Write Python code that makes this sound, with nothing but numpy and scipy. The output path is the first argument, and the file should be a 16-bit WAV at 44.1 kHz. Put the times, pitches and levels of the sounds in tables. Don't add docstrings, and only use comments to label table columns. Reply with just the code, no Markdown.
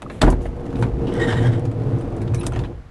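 import sys
import numpy as np
from scipy import signal
from scipy.fft import rfft, irfft, next_fast_len
from scipy.io import wavfile
from scipy.ndimage import map_coordinates

SR = 44100
rng = np.random.default_rng(int(sys.argv[2]) if len(sys.argv) > 2 else 0)


def volts(x):
    e = np.asarray(x, float) / 20
    return 10 ** e


def store_wav(level_fs):
    pcm = np.round(np.clip(np.atleast_2d(level_fs), -1, 1) * 32767)
    wavfile.write(sys.argv[1], SR, pcm.T.astype(np.int16))


N = 127890

# (frequency [Hz], density [dB per Hz])
AIR_SPECTRUM = [(30, -9.5), (62, -9.5), (300, -25.5), (1360, -28.5), (10300, -56.5), (12000, -52)]
AIR_DB = -46.5

# (middle [s], length [s], level [dB])
CLATTER_BURSTS = [
    (2.47, .05, -41),
    (2.53, .04, -36),
    (2.57, .05, -38),
    (2.62, .08, -39),
    (2.7, .1, -48),
    (.285, .04, -25),
    (.32, .06, -30),
    (1.3, .5, -37),
]
# (frequency [Hz], width [Hz], level [dB])
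TRIM_MODES = [(464, 144, 4), (585, 120, 3.5), (760, 260, -3), (1016, 91, -0.5)]
KNOCKS_PER_S = 500

# (middle [s], length [s], pitch [Hz],
# level [dB])
WHISTLES = [(2.403, .03, 10230, -33), (2.418, .04, 2580, -42), (2.41, .02, 5110, -53),
            (2.39, .03, 2450, -49), (2.393, .035, 3950, -47), (2.372, .06, 8900, -49),
            (2.39, .03, 5800, -57), (2.365, .03, 2250, -50), (2.41, .05, 8900, -54),
            (.066, .008, 1190, -33), (2.283, .025, 3750, -53), (.032, .02, 600, -36), (.108, .02, 600, -35),
            (.458, .01, 680, -29), (.277, .008, 1650, -20), (2.575, .025, 3350, -53),
            (2.536, .006, 6200, -50), (1.329, .008, 980, -22), (2.524, .01, 800, -29),
            (.279, .01, 950, -19), (.768, .008, 1300, -38), (.24, .012, 1400, -22)]
# (middle [s], length [s], level [dB])
RASP_BURSTS = [
    (2.39, .12, -53),
    (.15, .16, -54),
    (.79, .08, -56),
    (2.58, .2, -55),
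]

# (time [s], peak [dB], low part over it [dB], high part over it [dB], T60
# [s])
TICKS = [(0.0196, -36.5, 8.5, 0.5, 0.045), (0.0277, -46, 20.5, -12.5, 0.014),
         (0.099, -41.5, 20.5, -7, 0.062), (0.2117, -31.5, 4, -14, 0.058),
         (0.215, -14.5, 2.5, -8, 0.089), (.2178, -11.5, -1, -2.5, 0.015),
         (0.2774, -41.5, 7, -5, 0.068), (0.301, -38, -16, 13, 0.056),
         (0.3234, -33.5, -16, -20.5, 0.038), (0.408, -46, -5, -17, 0.033), (.417, -53, -15, 8, 0.15),
         (0.4248, -56, 2, 9, 0.2), (0.4555, -50, 21.5, 1, 0.059), (.463, -44, 2, -3, .05),
         (.566, -59, 0, 5, .03), (0.604, -63, 0, 6, 0.026), (0.6557, -50, 7.5, -7.5, 0.12),
         (.663, -50, 0, 4, .04), (0.705, -52, -4, 2, .04), (.766, -46, 14.5, -2, 0.043),
         (.795, -54, -10, 10, .06), (0.814, -47, -6, 7, 0.033), (0.727, -45.5, 14, -2, 0.03),
         (0.7556, -36, -10, -18, 0.042), (0.8239, -28, 10.5, -7, 0.077), (1.0695, -37, 0, -27, 0.22),
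         (1.1387, -32.5, 6, 0, 0.0096), (1.326, -32.5, 17.5, -8, 0.051),
         (1.5946, -48, -7, 4.5, 0.023), (1.6523, -38, 6, -5, 0.058), (1.714, -50.5, 17.5, 3, 0.045),
              (1.9854, -53, -4, 6.5, 0.078), (2.01, -43, -4, -6, 0.087), (2.165, -47.5, 9, 3, 0.046),
              (2.2165, -40, 6, 0.5, .06), (2.277, -37, -1, -18, 0.054), (2.3378, -40.5, 14, -4, 0.032),
              (2.3449, -32, 6, 3, 0.054), (2.412, -30.5, 2, -20, .03), (2.4313, -35.5, 6.5, -4, 0.12),
              (2.46, -44, -11, 3, .02), (2.4655, -25, 0.5, 6.5, 0.035), (2.5207, -40, 12, -1, 0.037),
              (2.5344, -35, 8, -19, 0.05), (2.55, -41, 11, -16, .03), (2.5603, -35, 13.5, -12, 0.066),
              (2.59, -31.5, 8.5, -19, 0.054), (2.6363, -38, 10.5, -32, 0.049),
              (2.6459, -36.5, 5, -31, 0.06)]
# (centre [Hz], width [Hz])
TICK_PARTS = [(2850, 3750), (880, 1570), (7640, 9200)]
TAIL_DB, TAIL_STRETCH, CRACK_T60_S, TICK_DB = -9.5, 2.36, 0.0049, -11

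# (start [s], length [s], level [dB], squeal pitch [Hz], squeal over the rub [dB])
CATCHES = [(1.069, 0.035, -48, 1700, -11), (1.12, 0.066, -39.5, 1770, -23), (1.193, 0.035, -32, 1900, -6),
           (1.215, 0.038, -34, 1870, 11), (1.269, 0.045, -33, 1820, 3.5), (1.284, 0.022, -37, 1575, 9),
           (1.305, 0.036, -33.5, 1705, 0.5), (1.364, 0.034, -35.5, 1860, 5.5),
           (1.41, 0.027, -39.5, 1840, -5), (1.445, 0.034, -36, 1630, 2.5), (1.51, 0.046, -42, 1590, -13)]
# (frequency [Hz], density [dB per Hz])
RUB_SPECTRUM = [(300, -28), (600, 7), (1700, 3.5), (2500, -10), (3300, -2), (4800, -14.5), (8500, -17),
                (12000, -23)]
# (frequency [Hz], width [Hz], level [dB])
BRACKET_MODES = [(1540, 120, 1), (1860, 150, 7.5), (2140, 120, 11), (3050, 120, 7.5), (3800, 210, 0)]
SQUEAL_HARMONICS = [2.5, -12.5, -38, -25]
SQUEAL_JITTER, SQUEAL_ROUGHNESS = 0.012, 0.5
DRAG_S, DRAG_LENGTH_S, DRAG_DB = 1.37, 0.49, -40.5
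BITE_S, FADE_S, GRIT_DB = 0.0038, 0.018, 3

# (time [s], level [dB])
DOOR_BLOWS = [(0.216, -15), (.229, -7.5), (0.24, -16), (0.251, -14), (.266, -14), (.277, -10.5),
              (0.283, -14), (.298, -23), (0.311, -29), (.325, -18), (0.824, -23), (2.469, -22.5),
              (2.522, -53), (2.561, -23.5)]
# (frequency [Hz], level [dB])
DOOR_MODES = [(75, -2), (117, -6.5), (140, -10), (180, -10.5), (255, -5), (301, -7), (366, -8.5),
              (463, -12.5)]
# (frequency [Hz], density [dB per Hz])
CRUNCH_SPECTRUM = [(300, -26), (600, 10), (1100, -2), (1700, -5.5), (2400, -18), (5000, -38)]
DOOR_T60_S, CRUNCH_T60_S, CRUNCH_DB = 0.14, 0.12, -9.5
BOOM_S, BOOM_HZ, BOOM_DB, BOOM_RISE_S, BOOM_T60_S = 0.2235, 41.5, 2, 0.039, 0.4

# (time [s], roller force [dB], load bay drumming over it [dB], body sway over it [dB])
ROLL_COURSE = [(0, -57.5, -6, 0), (0.031, -38.5, -18, -9), (0.198, -37.5, -6, -1), (.38, -33.5, 5, 8.5),
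               (.52, -36.5, -22, 10), (0.661, -30, -6.5, -7), (.8, -29.5, 6, 2), (.95, -30.5, 2.5, 6),
               (1.2, -26, -3, -16), (1.45, -25.5, 7.5, -27), (1.75, -31, 5.5, -8), (1.98, -28.5, 5, -9),
               (2.15, -30.5, 0.5, -1), (2.28, -31, 13, -3), (2.5, -32, 5, 7.5), (2.64, -35, 8, 7),
               (2.76, -44, 2.5, 12.5), (2.9, -59.5, 11, 19.5)]
# (frequency [Hz], density [dB per Hz])
PANEL_SPECTRUM = [(90, -6), (165, -3.5), (255, -10.5), (520, -10.5), (640, -17.5), (2000, -36),
                  (5000, -49.5), (12000, -58.5)]
# (frequency [Hz], width [Hz], level [dB])
PANEL_MODES = [(255, 57, -2), (770, 135, -5.5), (3430, 200, -28)]
# (frequency [Hz], width [Hz], level [dB])
BAY_MODES = [(113.5, 22.4, 4.5), (135.7, 10.3, -1)]
# (frequency [Hz], width [Hz], level [dB])
SWAY_MODES = [(38, 6.9, -12), (69, 46, -12.5)]
BUMPS_PER_S, BUMP_SPREAD_DB, LUMP_DB = 2500, 2.5, 0.9
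SHIFT_DB = 3


def unit(x):
    return x / np.sqrt(np.mean(x ** 2) + 1e-20)


def noise():
    return rng.standard_normal(N)


def wobble(rate):
    knots = rng.standard_normal(int(N * rate / SR) + 4)
    return map_coordinates(knots, [np.arange(N) * rate / SR])


def filtered(x, response):
    m = next_fast_len(x.shape[-1] + SR // 2)
    spectrum = rfft(x, m) * response(np.fft.rfftfreq(m, 1 / SR))
    return irfft(spectrum, m)[..., :x.shape[-1]]


def colour(points):
    f, db = np.transpose(points)
    return lambda hz: volts(np.interp(np.log(hz + 1), np.log(f + 1), db))


def peaks(rows):
    def response(f):
        return sum((-1) ** k * volts(db) * 1j * f * width / (hz * hz - f * f + 1j * f * width)
                   for k, (hz, width, db) in enumerate(rows))
    return response


def swell(middle, length):
    return np.exp(-2 * ((np.arange(N) / SR - middle) / (length / 2)) ** 2)


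def car_park_air():
    return volts(AIR_DB + 0.21 * wobble(5.4)) * unit(filtered(noise(), colour(AIR_SPECTRUM)))


def clatter():
    taps = (rng.random(N) < KNOCKS_PER_S / SR) * noise()
    strike = unit(taps) + 0.6 * noise()
    knocks = unit(filtered(strike, lambda f: peaks(TRIM_MODES)(f) * peaks([(800, 1200, 0)])(f)))
    return knocks * sum(volts(db) * swell(s, length) for s, length, db in CLATTER_BURSTS)


def squeaks():
    drift = np.cumsum(1 + 0.006 * wobble(150)) / SR
    whistles = np.zeros(N)
    for s, length, hz, db in WHISTLES:
        roughness = unit(1 + 0.7 * wobble(300))
        whistles += volts(db) * swell(s, length) * roughness * np.sin(2 * np.pi * hz * drift)
    rasp = unit(filtered(noise(), peaks([(2200, 1500, 0), (4300, 400, -6), (7500, 5000, -12)])))
    grain = volts(2.2 * wobble(90))
    return whistles + grain * rasp * sum(volts(db) * swell(s, length) for s, length, db in RASP_BURSTS)


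def ticks():
    out, t = np.zeros(N + SR), np.arange(SR // 6) / SR
    for s, db, low_db, high_db, t60 in TICKS:
        t60 = max(t60, 0.01)
        tail = volts(TAIL_DB - 60 * t / (TAIL_STRETCH * t60))
        crack = 3 * volts(-60 * t / CRACK_T60_S)
        shape = volts(-60 * t / t60) + tail + crack
        shape = shape * (1 - np.exp(-t / 0.0006))
        rings = peaks([(hz, hz / 12, 1.5) for hz in 600 * 16 ** rng.random(7)])
        parts = []
        for hz, width in TICK_PARTS:
            hiss = rng.standard_normal(len(t)) * shape
            parts.append(filtered(hiss, lambda f: peaks([(hz, width, 0)])(f) ** 3
                                  * np.sqrt(SR / width) * (0.87 + rings(f))))
        out[round(s * SR):][:len(t)] += volts(db + TICK_DB) * (volts([0, low_db, high_db]) @ parts)
    return out[:N]


def grind(rings):
    grit = noise() * volts(GRIT_DB * wobble(350))
    return unit(filtered(grit, lambda f: colour(RUB_SPECTRUM)(f) * (1 + abs(peaks(BRACKET_MODES + rings)(f)))))


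def dry_roller():
    t = np.arange(N) / SR
    drift = 1 + SQUEAL_JITTER * wobble(300)
    lumps = [unit(1 + SQUEAL_ROUGHNESS * wobble(200)) for _ in SQUEAL_HARMONICS]
    out = volts(DRAG_DB + 1.5 * wobble(45.0)) * swell(DRAG_S, DRAG_LENGTH_S) * grind([])
    scrapes = []
    for _ in range(4):
        ring_hz = [8650, *rng.uniform(5000, 10000, size=3)]
        scrapes.append(grind([(hz, 200, 6) for hz in ring_hz]))
    for k, (s, length, db, hz, squeal_db) in enumerate(CATCHES):
        phase = 2 * np.pi * np.cumsum(hz * drift) / SR
        squeal = sum(volts(level) * lumps[j] * np.sin((j + 1) * phase)
                     for j, level in enumerate(SQUEAL_HARMONICS))
        bite = np.clip((t - s) / BITE_S, 0, 1) * np.exp(-np.clip(t - s - length, 0, None) / FADE_S)
        slip = swell(s + length / 2, 1.6 * length) * volts(squeal_db)
        out += volts(db) * (bite * scrapes[k % 4] + slip * squeal)
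    return out


def clunk():
    out, t = np.zeros(N + SR), np.arange(SR) / SR
    for s, db in DOOR_BLOWS:
        ring = np.zeros(SR)
        for hz, level in DOOR_MODES:
            decay = volts(level + rng.normal(0, 5.1) - 60 * t / DOOR_T60_S)
            ring += decay * np.sin(2 * np.pi * hz * rng.normal(1, 0.033) * t) * rng.choice([-1, 1])
        rubble = unit(filtered(rng.standard_normal(SR), colour(CRUNCH_SPECTRUM)))
        crunch = volts(CRUNCH_DB - 60 * t / CRUNCH_T60_S) * rubble
        out[round(s * SR):][:SR] += volts(db) * (ring + crunch)
    boom = volts(BOOM_DB - 60 * t / BOOM_T60_S) * (1 - np.exp(-(t / BOOM_RISE_S) ** 2))
    out[round(BOOM_S * SR):][:SR] += boom * np.sin(2 * np.pi * BOOM_HZ * t)
    return out[:N]


def rolling():
    s, force_db, bay_db, sway_db = np.transpose(ROLL_COURSE)

    def course(db):
        return volts(np.interp(np.arange(N) / SR, s, db))

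    bumps = (rng.random(N) < BUMPS_PER_S / SR) * noise() * volts(BUMP_SPREAD_DB * noise())
    bumps = unit(bumps) + 0.85 * noise()
    plain = filtered(bumps, lambda f: colour(PANEL_SPECTRUM)(f) * (1 + abs(peaks(PANEL_MODES)(f))))
    panel = plain
    for _ in range(3):
        mode_hz = 235 * 2.35 ** np.sort(rng.random(12))[::2]
        place = filtered(plain, peaks([(hz, 14, 1) for hz in mode_hz]))
        panel = panel + volts(SHIFT_DB * wobble(5.03)) * place
    panel = volts(3.5 + LUMP_DB * wobble(13.9)) * unit(panel)
    bay = unit(filtered(noise(), lambda f: peaks(BAY_MODES)(f) * peaks([(120, 60, 0)])(f)))
    sway = unit(filtered(noise(), lambda f: peaks(SWAY_MODES)(f) * peaks([(48, 50, 0)])(f)))
    return course(force_db) * (panel + course(bay_db) * volts(0.5) * bay + course(sway_db) * volts(-2.0) * sway)


def scene():
    return (car_park_air() + clatter() + squeaks() + ticks() + dry_roller() + clunk() + rolling())[None]


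def band_limit(x):
    return signal.sosfilt(signal.butter(12, 12290, fs=SR, output="sos"), x)


def record(dry):
    clipped = dry / (1 + abs(dry / 0.95) ** 6) ** (1 / 6)
    mix = filtered(clipped, lambda hz: np.clip((12250 - hz) / 1000, 0, 1) ** 1.8)
    return band_limit(mix)


dry = scene()
out = record(dry)
store_wav(out)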